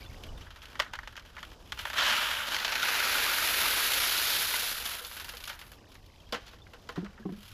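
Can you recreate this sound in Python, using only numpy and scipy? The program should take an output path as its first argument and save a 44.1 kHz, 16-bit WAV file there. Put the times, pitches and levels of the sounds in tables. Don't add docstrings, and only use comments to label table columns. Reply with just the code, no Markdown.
import sys
import numpy as np
from scipy import signal
from scipy.fft import rfft, irfft, next_fast_len
from scipy.io import wavfile
from scipy.ndimage import uniform_filter1d, map_coordinates

SR = 44100
rng = np.random.default_rng(int(sys.argv[2]) if len(sys.argv) > 2 else 0)


def linear_from_db(decibels):
    return 10 ** (np.asarray(decibels, float) / 20)


def transcribe(u):
    v = np.clip(np.atleast_2d(u).T, -1, 1)
    q = np.round(v * 32767).astype(np.int16)
    wavfile.write(sys.argv[1], SR, q)


N = 332073

# (time [s], clatter [dB], hollow knocking over clatter [dB],
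# stone-on-stone clicks over clatter [dB])
GRAVEL_FLOW = [(0, -62.5, -1, -6), (.65, -61, 1.5, -10.5), (1.0, -58.5, 2, -12.5), (1.7, -60, -5, -9),
               (1.8, -48, -5, -8.5), (1.96, -45.5, -1, -9.5), (1.99, -28, 0.5, -18), (2.1, -30, -1.5, -13),
               (2.44, -37, -0.5, -10), (2.64, -40.5, 4, -8.5), (2.8, -38.5, 4, -4.5), (3.05, -34, 2.5, -4),
               (3.6, -33.5, 1.5, 0), (4.21, -32, -2.5, -2.5), (4.5, -34.5, -2.5, -0.5),
               (4.75, -38.5, -3, -1), (4.95, -43, 0.5, -0.5), (5.1, -46.5, -2.5, 1),
               (5.25, -53.5, -0.5, -0.5), (5.55, -61, 5, 2), (5.72, -66, 1.5, -0.5), (6.1, -70, -6, -8),
               (6.5, -61.5, -0.5, -12.5), (6.75, -69.5, -3, -6.5), (7.05, -69, 7, -12),
               (7.35, -68.5, 0, -5.5), (7.53, -49, -8, -6.5)]
# (time [s], share given to the crate [0-1])
CRATE_SHARE = [(0, 0.07), (2.45, 0), (2.75, 0.84), (4.6, 0.8), (5.2, 0.4), (7.53, 0.13)]
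# (frequency [Hz], relative density [dB per Hz])
CRATE_CLATTER = [(1350, -29.5), (2300, -11.5), (3390, 2.5), (4340, 1), (6790, -8.5), (8500, -24.5),
                 (11000, -39), (18700, -120)]
# (frequency [Hz], relative density [dB per Hz])
CRATE_HOLLOW = [(350, -39), (600, -21), (727, -13), (927, -6), (1080, -13), (1420, -3), (1900, -1),
                (2400, -0.5), (3120, -5), (5280, -120)]
# (frequency [Hz], relative density [dB per Hz])
CRATE_DRUM = [(88, -41), (150, -27), (231, -5.5), (446, -0.5), (517, 1), (700, 0), (910, -22), (1540, -120)]
# (frequency [Hz], relative density [dB per Hz])
BUCKET_DRUM = [(88, -36), (150, -13), (215, 0), (330, -6), (517, -3.5), (700, -2), (910, -20), (1540, -120)]
# (frequency [Hz], relative density [dB per Hz])
WALL_LOW = [(350, -39.5), (600, -4), (722, -11.5), (901, -2), (1080, -2), (1280, 1), (1480, 3), (1820, 0),
            (2010, -0.5), (2400, -6.5), (3120, -38), (5280, -120)]
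# (frequency [Hz], relative density [dB per Hz])
WALL_HIGH = [(1350, -38.5), (2300, -5), (2680, -3.5), (3110, 0.5), (3910, -9), (7020, -19), (8500, -26),
             (11000, -44), (18700, -120)]
# (frequency [Hz], relative density [dB per Hz])
STONE_CLICKS = [(4120, -36.5), (7000, -7), (8480, -14.5), (10500, -2), (11700, -1.5), (13200, -4),
                (14700, -10), (15400, -12.5)]
# (time [s], level [dB], frequency [Hz])
RINGING_STONES = [(2.829, -14, 1460), (3.003, -16, 1500), (3.152, -15, 1440), (4.539, -23, 1000),
                  (4.54, -18, 2020)]

# (time [s], rumble level [dB])
WIND_LEVEL = [(0, -46.5), (.42, -44), (.52, -54), (4.3, -54.5), (6, -55.5), (7.53, -54.5)]
# (frequency [Hz], relative density [dB per Hz])
WIND_RUMBLE = [(12, -32), (20, -2.5), (65, -2), (97, -6), (152, -15), (184, -26), (250, -21), (320, -27),
               (550, -120)]
# (frequency [Hz], relative density [dB per Hz])
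GARDEN_HISS = [(88, -38), (150, 1.5), (582, -2.5), (1170, -7), (2050, -54), (3330, -22.5), (4460, -19.5),
               (4910, -14), (8780, -29), (12900, -37), (15400, -40)]
# (time [s], level [dB])
POND_LEVEL = [(0, -55), (.45, -74), (.55, -75), (5.6, -66.5), (7.53, -71.5)]
# (time [s], level [dB], frequency [Hz])
NEAR_DRIPS = [(0.0185, -37, 2290), (0.0608, -37.5, 3480), (0.0982, -43, 2180), (0.288, -38, 2970),
              (0.3735, -40.5, 3620), (0.7088, -52, 3450), (5.8366, -53, 1550), (6.183, -56, 2510),
              (6.1994, -45, 3210), (6.268, -45, 3220), (6.6184, -41, 3560), (7.1777, -45, 1760),
              (7.228, -42.5, 1670)]

# (time [s], level [dB], hollowness [dB], nominal 60 dB decay [s])
STONE_KNOCKS = [(0.236, -36.5, -4.5, 0.071), (0.409, -39, -1.5, 0.14), (0.465, -39.5, 6.5, 0.055),
                (0.505, -37, 0, 0.068), (0.561, -39.5, 2.5, 0.065), (0.619, -36.5, -3, 0.063),
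                (0.655, -34, -7.5, 0.016), (0.754, -28, 3, 0.031), (0.793, -17, 2.5, 0.036),
                (0.799, -8, 1.5, 0.027), (0.82, -24.5, 2, 0.07), (0.863, -37.5, 6, 0.057),
                (0.935, -21, 2, 0.036), (0.953, -25.5, 1.5, 0.031), (0.989, -23, 6.5, 0.019),
                (1.032, -34, 4, 0.045), (1.074, -24, 0.5, 0.025), (1.155, -34, 3, 0.028),
                (1.166, -30.5, -4, 0.032), (1.175, -31, 2.5, 0.058), (1.196, -39, -5, 0.031),
                (1.249, -48, 8, 0.036), (1.366, -31.5, 4.5, 0.045), (1.38, -30, 6, 0.035),
                (1.39, -33.5, 0, 0.031), (1.429, -21.5, 2.5, 0.022), (1.517, -37, 1, 0.038),
                (1.721, -16.5, 0.5, 0.026), (1.774, -31.5, 1, 0.068), (1.79, -23.5, -1, 0.082),
                (1.853, -15.5, 2.5, 0.02), (1.872, -23, 5, 0.018), (1.9, -18, 1, 0.035),
                (1.932, -20.5, 0.5, 0.061), (1.956, -22, 3.5, 0.045), (1.983, -21, -4, 0.025),
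                (2.52, -17, 2, 0.045), (2.545, -16, -2, 0.035), (2.552, -28, 0, 0.029),
                (2.565, -17.5, 1.5, 0.031), (2.598, -27, -4, 0.039), (2.627, -24, 0, 0.025),
                (2.647, -15, -0.5, 0.059), (2.679, -18.5, 1, 0.049), (2.721, -17.5, 2.5, 0.069),
                (2.754, -16.5, 1.5, 0.053), (2.823, -18.5, 0, 0.029), (2.829, -14.5, 0.5, 0.042),
                (2.853, -19, 0, 0.038), (2.884, -14.5, 2, 0.054), (2.944, -20, 0, 0.037),
                (3.0, -18.5, 0, 0.04), (4.539, -16.5, 4, 0.015), (4.86, -27, -8, 0.03),
                (4.935, -27, -4, 0.038), (4.99, -36, -3, 0.045), (5.048, -29, -5.5, 0.043),
                (5.113, -29.5, 3, 0.033), (5.166, -29, 0, 0.14), (5.198, -27.5, 0, 0.094),
                (5.246, -30, -0.5, 0.052), (5.282, -32, 3, 0.067), (5.29, -26, -1, 0.06),
                (5.336, -31.5, 3.5, 0.045), (5.369, -31, -5, 0.04), (5.403, -34, -2.5, 0.071),
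                (5.439, -25.5, -3.5, 0.022), (5.454, -35, -5, 0.048), (5.475, -23.5, -0.5, 0.061),
                (5.494, -26.5, 2, 0.14), (5.537, -39, -3, 0.036), (5.591, -34.5, -1, 0.063),
                (5.614, -31, 3.5, 0.057), (5.734, -46, -3.5, 0.05), (5.918, -44.5, -3, 0.06),
                (5.952, -36, 0.5, 0.028)]
# (time [s], level [dB], hollowness [dB], nominal 60 dB decay [s])
BUMPS = [(6.324, -17, 0, 0.061), (6.344, -22, 3, 0.078), (6.407, -47, -2, 0.045),
         (6.467, -39.5, -2.5, 0.092), (6.533, -41.5, 4, 0.04), (6.668, -45, 6, 0.036),
         (6.734, -36, 2.5, 0.069), (6.889, -28.5, 2.5, 0.062), (6.958, -34.5, 3.5, 0.14),
         (7.046, -37.5, 2.5, 0.058), (7.062, -39.5, 8.5, 0.042), (7.177, -47.5, 13, 0.05),
         (7.254, -49, 6, 0.05), (7.291, -50.5, 9, 0.06), (7.333, -45, 2.5, 0.082)]
# (drumming [dB], hollow [dB], clatter [dB], click [dB])
STONE_PARTS = [-36, -15, -15.5, -22]
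# (drumming [dB], hollow [dB], clatter [dB], click [dB])
BUMP_PARTS = [-22.5, -14.5, -15.5, -22.5]
# (time [s], level [dB])
BUCKET_TOUCHES = [(4.62, -42.5), (4.801, -51), (5.01, -49), (5.04, -48.5), (5.335, -48.5), (6.325, -33),
                  (6.397, -63), (6.534, -54), (6.597, -61), (6.736, -52), (6.891, -41.5)]
# (frequency [Hz], level over the touch [dB], 60 dB decay [s])
BUCKET_MODES = [(484, 1.5, .12), (803, -7.5, 0.16), (1050, 2, 0.08), (1350, -2, 0.084), (2180, -14, .04)]
# (time [s], level [dB], lowest mode [Hz], hardness [dB gained per octave])
PLANK_BLOWS = [(6.976, -25.5, 174.6, -0.5), (7.027, -30, 200.5, -7), (7.196, -41, 219, -6),
               (7.254, -27, 187.7, -0.5), (7.289, -35.5, 172, 2), (7.32, -33.5, 206, -8),
               (7.376, -40, 204, -16)]
# (multiple of lowest mode, level over the blow [dB], 60 dB decay [s])
PLANK_MODES = [(1, 0.5, 0.18), (1.72, 3.5, 0.062), (2.1, -2, 0.085), (4.1, -10.5, .06), (5.8, -10, 0.041)]

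DRUM_DB, DRUM_WITH_CLICKS = -16.5, 0.31
FULL_DB, THINNING_DB, SPREAD_DB = -34.5, 8.5, 8
CLACK_DB, CLACK_HZ, CLACK_CYCLES = -7, 1550, 12
HISS_DB, HISS_FOLLOWS = -62.5, 0.81
CLICK_FOLLOWS = 0.95
TOP_HZ = 15500


def unit(x):
    return x / np.sqrt(np.mean(x ** 2) + 1e-20)


def curves(rows):
    times, *columns = np.transpose(rows)
    return [np.interp(np.arange(N) / SR, times, column) for column in columns]


def wobble(rate):
    knots = rng.standard_normal(int(N * rate / SR) + 4)
    return map_coordinates(knots, [np.arange(N) * rate / SR])


def response(spectrum, size=8192):
    hz, db = np.transpose(spectrum)
    grid = np.fft.rfftfreq(size, 1 / SR)
    gain = linear_from_db(np.interp(np.log(grid + 1), np.log(hz), db))
    cepstrum = irfft(np.log(gain + 1e-6))
    folded = np.r_[cepstrum[0], 2 * cepstrum[1:size // 2], np.zeros(size // 2)]
    pulse = irfft(np.exp(rfft(folded)))[:size // 2]
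    return pulse / np.linalg.norm(pulse)


def coloured(x, spectrum):
    return signal.fftconvolve(x, response(spectrum))[:N]


def rattle(impacts, t60):
    keep = linear_from_db(-120 / (t60 * SR))
    energy = signal.lfilter([1 - keep], [1, -keep], impacts ** 2)
    return np.sqrt(energy) * rng.standard_normal(N)


def ring(strikes):
    out = np.zeros(N + SR)
    t = np.arange(SR // 2) / SR
    for s, db, hz, t60 in strikes:
        tone = np.sin(2 * np.pi * hz * t) * (1 - np.exp(-t / 0.0031))
        out[round(s * SR):][:len(t)] += linear_from_db(db - 60 * t / t60) * tone
    return out[:N]


def strewn(grains):
    start = (rng.random(len(grains)) * N).astype(int)
    where = start[:, None] + np.arange(grains.shape[1])
    return unit(np.bincount(where.ravel(), grains.ravel(), N)[:N])


def gravel(per_second=1500):
    flow_db, hollow_db, click_db = curves(GRAVEL_FLOW)
    drum_db = hollow_db + DRUM_DB + DRUM_WITH_CLICKS * click_db
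    levels_db = flow_db + np.array([drum_db, hollow_db, 0 * flow_db, click_db])
    widening_db = SPREAD_DB * (1 - np.exp((flow_db - FULL_DB) / THINNING_DB))
    spread_db = np.clip(widening_db + 1.0, 0, 11)
    sigma = spread_db * np.log(10) / 20
    lands = (rng.random(N) < per_second / SR) * np.sqrt(SR / per_second)
    impacts = lands * np.exp(sigma * rng.standard_normal(N) - sigma ** 2)
    impacts = impacts * linear_from_db(spread_db * (0.067 * wobble(35) + 0.31 * wobble(11)))
    lives = [0.04, 0.068, 0.05, 0.048]
    return np.array([linear_from_db(db) * rattle(impacts, t60) for db, t60 in zip(levels_db, lives)])


def bodies(drum, hollow, clatter, click):
    share = np.clip(curves(CRATE_SHARE)[0], 0, 1)
    to_crate, to_bucket = share ** .5, (1 - share) ** .5
    crate = coloured(hollow, CRATE_HOLLOW) + coloured(clatter, CRATE_CLATTER) + coloured(drum, CRATE_DRUM)
    wall = coloured(hollow, WALL_LOW) + coloured(clatter, WALL_HIGH)
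    wall = wall * (1 - to_crate / 2)
    loaded = coloured(drum, BUCKET_DRUM)
    return to_crate * crate + to_bucket * (wall + loaded) + coloured(click, STONE_CLICKS)


def clacks(per_second=320):
    count = int(per_second * N / SR)
    pitch, size = rng.standard_normal(count), rng.exponential(size=count)
    t = np.arange(SR // 60) / SR
    hz = CLACK_HZ * np.exp(.14 * pitch + .7 * (pitch > .6))
    cycles = hz[:, None] * t
    envelope = (1 - np.exp(-cycles)) * np.exp(-3 * cycles / CLACK_CYCLES)
    rings = linear_from_db(3.5 * np.minimum(size, 3.5)[:, None]) * envelope * np.sin(2 * np.pi * cycles)
    flow_db, hollow_db, _ = curves(GRAVEL_FLOW)
    stream = linear_from_db(flow_db + hollow_db + CLACK_DB) * strewn(rings)
    return stream + ring([(s, db, hz, .03) for s, db, hz in RINGING_STONES])


def air():
    wind_db, = curves(WIND_LEVEL)
    lumps = linear_from_db(1.47 * wobble(7.8) + 0.5 * wobble(3.16))
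    rumble = unit(lumps * coloured(rng.standard_normal(N), WIND_RUMBLE))
    hiss_db = HISS_DB + 2.4 * wobble(5.3) + HISS_FOLLOWS * (wind_db - wind_db.min())
    hiss = linear_from_db(hiss_db) * coloured(rng.standard_normal(N), GARDEN_HISS)
    return linear_from_db(wind_db) * rumble + hiss


def pond(per_second=300):
    count = int(per_second * N / SR)
    pitch, size = rng.standard_normal(count), rng.exponential(size=count)
    t = np.arange(SR // 40) / SR
    cycles = 2900 * np.exp(.35 * pitch)[:, None] * t
    rising = np.sin(2 * np.pi * cycles * (1 + .0015 * cycles))
    bubbles = linear_from_db(2.5 * np.minimum(size, 3.5)[:, None]) * rising * cycles * np.exp(-cycles / 2.5)
    far = linear_from_db(curves(POND_LEVEL)[0]) * strewn(bubbles)
    return far + ring([(s, db, hz, .035) for s, db, hz in NEAR_DRIPS])


def knocks(rows, parts_db):
    t = np.arange(SR // 5) / SR
    drives = np.zeros((4, N + len(t)))
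    haste = np.array([[.8], [.95], [1.05], [1.3]])
    heap_click_db = curves(GRAVEL_FLOW)[-1]
    for s, db, hollow_db, t60 in rows:
        start = round(s * SR)
        noise = rng.standard_normal((5, len(t)))
        skitter = linear_from_db(1.57 * unit(uniform_filter1d(noise[-1], size=90)))
        fall_db = -60 * haste * t / np.clip(t60, .01, .3)
        envelope = linear_from_db(fall_db) + linear_from_db(fall_db / 3.34 - 9.5)
        click_db = CLICK_FOLLOWS * heap_click_db[start] - hollow_db
        lean_db = [0, hollow_db, -hollow_db, click_db]
        burst = linear_from_db(db + np.add(parts_db, lean_db))[:, None] * envelope
        drives[:, start:start + len(t)] += burst * skitter * noise[:-1]
    return drives[:, :N]


def bucket():
    return ring([(s, db + level + rng.normal(0, 2.6), hz, t60)
                 for s, db in BUCKET_TOUCHES for hz, level, t60 in BUCKET_MODES])


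def plank():
    return ring([(s, db + level + hardness * np.log2(multiple), multiple * hz, t60)
                 for s, db, hz, hardness in PLANK_BLOWS for multiple, level, t60 in PLANK_MODES])


def scene():
    drives = gravel() + knocks(STONE_KNOCKS, STONE_PARTS) + knocks(BUMPS, BUMP_PARTS)
    mid = bodies(*drives) + clacks() + air() + pond() + bucket() + plank()
    t = np.arange(SR // 50) / SR
    scatter = rng.standard_normal(len(t)) * linear_from_db(-60 * t / 0.1)
    scattered = signal.fftconvolve(mid, scatter / np.linalg.norm(scatter))[:N]
    side = linear_from_db(-41.5) * scattered - 0.018 * mid
    return np.array([mid + side, mid - side])


def roll_off(x):
    return signal.sosfilt(signal.butter(12, 16460, fs=SR, output="sos"), x)


def record(dry):
    size = next_fast_len(N)
    in_band = np.fft.rfftfreq(size, 1 / SR) < TOP_HZ
    mix = irfft(rfft(dry, size) * in_band, size)[:, :N]
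    return roll_off(mix)


dry = scene()
out = record(dry)
transcribe(out)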